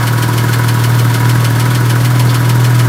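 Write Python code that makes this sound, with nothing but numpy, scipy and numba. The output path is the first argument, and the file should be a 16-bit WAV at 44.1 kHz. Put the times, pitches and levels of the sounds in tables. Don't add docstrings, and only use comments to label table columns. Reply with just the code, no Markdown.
import sys
import numpy as np
from scipy import signal
from scipy.io import wavfile
from scipy.ndimage import uniform_filter1d
from numba import njit

SR = 44100
rng = np.random.default_rng(int(sys.argv[2]) if len(sys.argv) > 2 else 0)


def wav_record(signal):
    frames = np.transpose(np.atleast_2d(signal))
    bounded = np.clip(frames, -1, 1)
    quanta = np.round(bounded * 32767).astype(np.int16)
    wavfile.write(sys.argv[1], SR, quanta)


def gain_from_db(level_db):
    decades = np.asarray(level_db, float) / 20
    return 10 ** decades


N = 127008


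def level(x, db):
    return x * gain_from_db(db) / np.sqrt(np.mean(x ** 2))


def noise():
    return rng.standard_normal(N)


@njit
def svf(x, hz, width):
    y, band, low = np.empty(len(x)), 0., 0.
    g, damping = np.tan(np.pi * hz / SR), width / hz
    for i in range(len(x)):
        v = (band + g * (x[i] - low)) / (1 + g * (g + damping))
        band, low, y[i] = 2 * v - band, low + 2 * g * v, damping * v
    return y


def ring(x, modes):
    out = 0
    for k, (hz, width, db) in enumerate(modes):
        out = out + (-1) ** k * gain_from_db(db) * svf(x, 1. * hz, 1. * width)
    return out


def walk(rate):
    hold = int(SR / rate)
    steps = np.repeat(rng.standard_normal(N // hold + 1), hold)
    return 1.85 * uniform_filter1d(uniform_filter1d(steps, hold), hold)[:N]


def convolve(x, shape):
    return signal.fftconvolve(x, shape)[:N]


def strikes(turns, deg, jitter_deg, scatter_db):
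    chance = rng.standard_normal((24, 2))
    at = np.arange(24) - 1 + (deg + jitter_deg * chance[:, 0]) / 720
    keep = (at > 0) & (at < turns[-1])
    out = np.zeros(N)
    out[np.searchsorted(turns, at[keep])] = gain_from_db(scatter_db * chance[keep, 1])
    return out


# time in seconds, crank speed in rpm.
SPEED = [(0.0, 786.2), (0.19, 783.5), (0.38, 778.7), (0.58, 787.6), (0.77, 776.9), (0.96, 795.9),
         (1.15, 783.1), (1.34, 800.2), (1.54, 777.7), (1.73, 812.1), (1.92, 789.3), (2.11, 817.2),
         (2.3, 803.4), (2.5, 801.9), (2.69, 811.4), (2.88, 796.3)]


def crank_rpm():
    speed = np.array(SPEED)
    return np.interp(np.arange(N) / SR, speed[:, 0], speed[:, 1])


CYLINDERS = [-5.5, -1, -6, -1.5, -6.5, 0.5]


def cylinder_firings(turns):
    first_deg, jitter_deg, scatter_db = 18, 1.5, .8
    out = 0
    for k, db in enumerate(CYLINDERS):
        deg = first_deg + 720 * k / len(CYLINDERS)
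        out = out + gain_from_db(db) * strikes(turns, deg, jitter_deg, scatter_db)
    return out


# time in seconds, level in dB.
BOOM = [(0.0, -12), (0.02, -11.5), (0.74, -10.5), (0.76, -11.5), (1.07, -8.5), (1.19, -12), (1.26, -8),
        (1.4, -9.5), (1.48, -10), (1.84, -9.5), (1.94, -10), (2.28, -7), (2.35, -10), (2.85, -7),
        (2.88, -8)]
# frequency in Hz, width in Hz, level in dB.
PIPE = [(156.4, 16.5, 1.5), (83.5, 11, -7), (60.5, 8, -12), (280.5, 22.3, -3), (101, 9.6, -4.5),
        (139.8, 10, 2.5), (40, 15, -31), (199, 27, -8), (354, 50, -8), (446, 130, -21.5)]


def exhaust(turns, firings):
    order, lead_deg = 18, 3.6
    t, curve = np.arange(N) / SR, np.array(BOOM)
    boom_db = np.interp(t, curve[:, 0], curve[:, 1]) + 0.29 * walk(9.23)
    boom = np.sqrt(2) * gain_from_db(boom_db) * np.sin(2 * np.pi * order * (turns + lead_deg / 720))
    pipe = level(ring(firings, PIPE), -20)
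    rumble = level(svf(noise(), 187.0, 204.0), -24.5)
    return boom + pipe + rumble


# angle in degrees of the 720 cycle, then low, middle, high and top band levels in dB.
TAPS = [(326.6, -24, -26.5, -27, -30), (106, -32.5, -37.5, -34.5, -42), (126.9, -41, -35, -36.5, -30.5),
        (595, -49, -34.5, -33, -27.5), (271.4, -36, -37, -39.5, -39)]
# delay in seconds, level in dB.
BOUNCES = [(.007, -7), (0.018, -8), (.027, -7.5)]
# frequency in Hz, width in Hz.
TAP_BANDS = [(2500, 2130), (5200, 5200), (9800, 5100), (13500, 4600)]
# frequency in Hz, width in Hz, level in dB.
HEAD = [(2145, 340, -6), (2982, 70, 5.5), (3187, 73, -2), (3550, 120, 3.5), (4210, 54, -1), (4496, 90, 2.5),
        (5220, 86, -12.5), (7390, 48, -4), (8460, 130, -11.5), (10710, 83, -4), (3260, 500, -12),
        (10700, 83, -6)]


def tap_envelope(t):
    rise_s, hold_s, decay_s = .001, .012, .008

    def puff(s):
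        return (s > 0) * np.exp(-np.maximum(s, 0) / 0.0047)

    shape = np.exp(-np.maximum(t - hold_s, 0) / decay_s) + .5 * puff(t)
    for delay, db in BOUNCES:
        shape = shape + gain_from_db(db) * puff(t - delay)
    return shape * np.minimum(t / rise_s, 1)


def valves(turns):
    jitter_deg, scatter_db, same_share, grain_db = 2, .4, .8, .8
    head_db, head_steady_db = 12.5, -28
    t, out = np.arange(4000) / SR, 0
    shape = tap_envelope(t)
    for deg, *band_db in TAPS:
        hits = strikes(turns, deg, jitter_deg, scatter_db)
        same = convolve(hits, shape * rng.standard_normal(len(t)))
        fresh = convolve(hits, shape) * noise()
        rattle = np.sqrt(same_share) * same + np.sqrt(1 - same_share) * fresh
        rattle = rattle * gain_from_db(grain_db * walk(1500))
        for db, (hz, width) in zip(band_db, TAP_BANDS):
            out = out + gain_from_db(db + 4) * svf(rattle, 1. 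* hz, 1. * width)
        out = out + gain_from_db(band_db[0] + head_db) * ring(rattle, HEAD)
    return out + gain_from_db(head_steady_db) * ring(noise(), HEAD)


# start in seconds, frequency in Hz, width in Hz, level in dB, decay in seconds.
CHIRPS = [
    (2.291, 4500, 150, -2, .009),
    (2.292, 3500, 160, -4, .016),
    (2.270, 4300, 400, -13, .018),
    (2.305, 5000, 1200, -19, .012),
]


def loose_part():
    t, out = np.arange(N) / SR, 0
    for start, hz, width, db, decay in CHIRPS:
        burst = (t > start) * np.exp(-np.maximum(t - start, 0) / decay) * noise()
        out = out + gain_from_db(db) * svf(burst, 1. * hz, 1. * width)
    return out


# frequency in Hz, width in Hz, level in dB.
CASING = [(921, 43, 5), (985, 54, 7.5), (1108, 22, 3), (1283, 24.6, 9), (1460, 47.5, 9), (1634, 147, 3),
          (2220, 110, -5), (1370, 720, -11)]


def casing(firings):
    knock_s, knock_db, flicker_db = 0.0073, 8.5, .8
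    knock = convolve(firings, np.exp(-np.arange(3000) / SR / knock_s))
    whirr = noise() * gain_from_db(flicker_db * walk(25.05))
    return level(ring((1 + gain_from_db(knock_db) * knock) * whirr, CASING), -22.5)


# frequency in Hz at the mean speed, level in dB, waver in dB.
WHINES = [(1113, -35, 2), (985, -36, 2.5)]


def whines():
    follow, wobble = .6, .002
    ratio = uniform_filter1d(crank_rpm() / np.array(SPEED)[:, 1].mean(), size=12000)
    out = 0
    for hz, db, waver_db in WHINES:
        loudness = np.sqrt(2) * gain_from_db(db + waver_db * walk(14))
        pitch = hz * ratio ** follow * (1 + wobble * walk(12))
        out = out + loudness * np.sin(2 * np.pi * np.cumsum(pitch) / SR)
    return out


# frequency in Hz, level in dB per Hz.
AIR = [(240, -33), (400, 0), (749, -7), (972, -3), (1490, -8.5), (2710, -16), (3070, -13), (10900, -19.5),
       (15600, -9)]


def air():
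    flicker_db = .8
    out, swell, colour = 0, walk(0.5), np.array(AIR)
    for hz in 420 * 2 ** np.arange(0, 5.3, .4):
        db = np.interp(np.log(hz), np.log(colour[:, 0]), colour[:, 1])
        db = db + .5 * swell + flicker_db * walk(12)
        out = out + gain_from_db(db) * svf(svf(noise(), hz, hz / 1.63), hz, hz / 1.3)
    return level(out, -24.5)


def garage(taps):
    t60_s, room_db = .16, -14
    s = np.arange(int(.4 * SR)) / SR
    tail = rng.standard_normal(len(s)) * np.exp(-np.log(1000) * s / t60_s) * (s > .004)
    tail = tail / np.sqrt(np.sum(tail ** 2))
    return gain_from_db(room_db) * convolve(taps, tail)


def scene():
    turns = np.cumsum(crank_rpm()) / 120 / SR
    firings = cylinder_firings(turns)
    taps = valves(turns) + loose_part()
    engine = exhaust(turns, firings) + taps + casing(firings) + whines()
    return (engine + garage(taps) + air())[None]


def low_pass(x):
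    return signal.sosfilt(signal.butter(12, 15700, fs=SR, output="sos"), x)


def record(dry):
    mic_top_hz, cut_hz = 13940, 15750
    drooped = signal.lfilter(*signal.butter(4, mic_top_hz, fs=SR), dry)
    rounded = np.tanh(.75 * drooped) / .75
    cut = signal.sosfilt(signal.ellip(8, .2, 70, cut_hz, fs=SR, output="sos"), rounded)
    return low_pass(cut)


dry = scene()
out = record(dry)
wav_record(out)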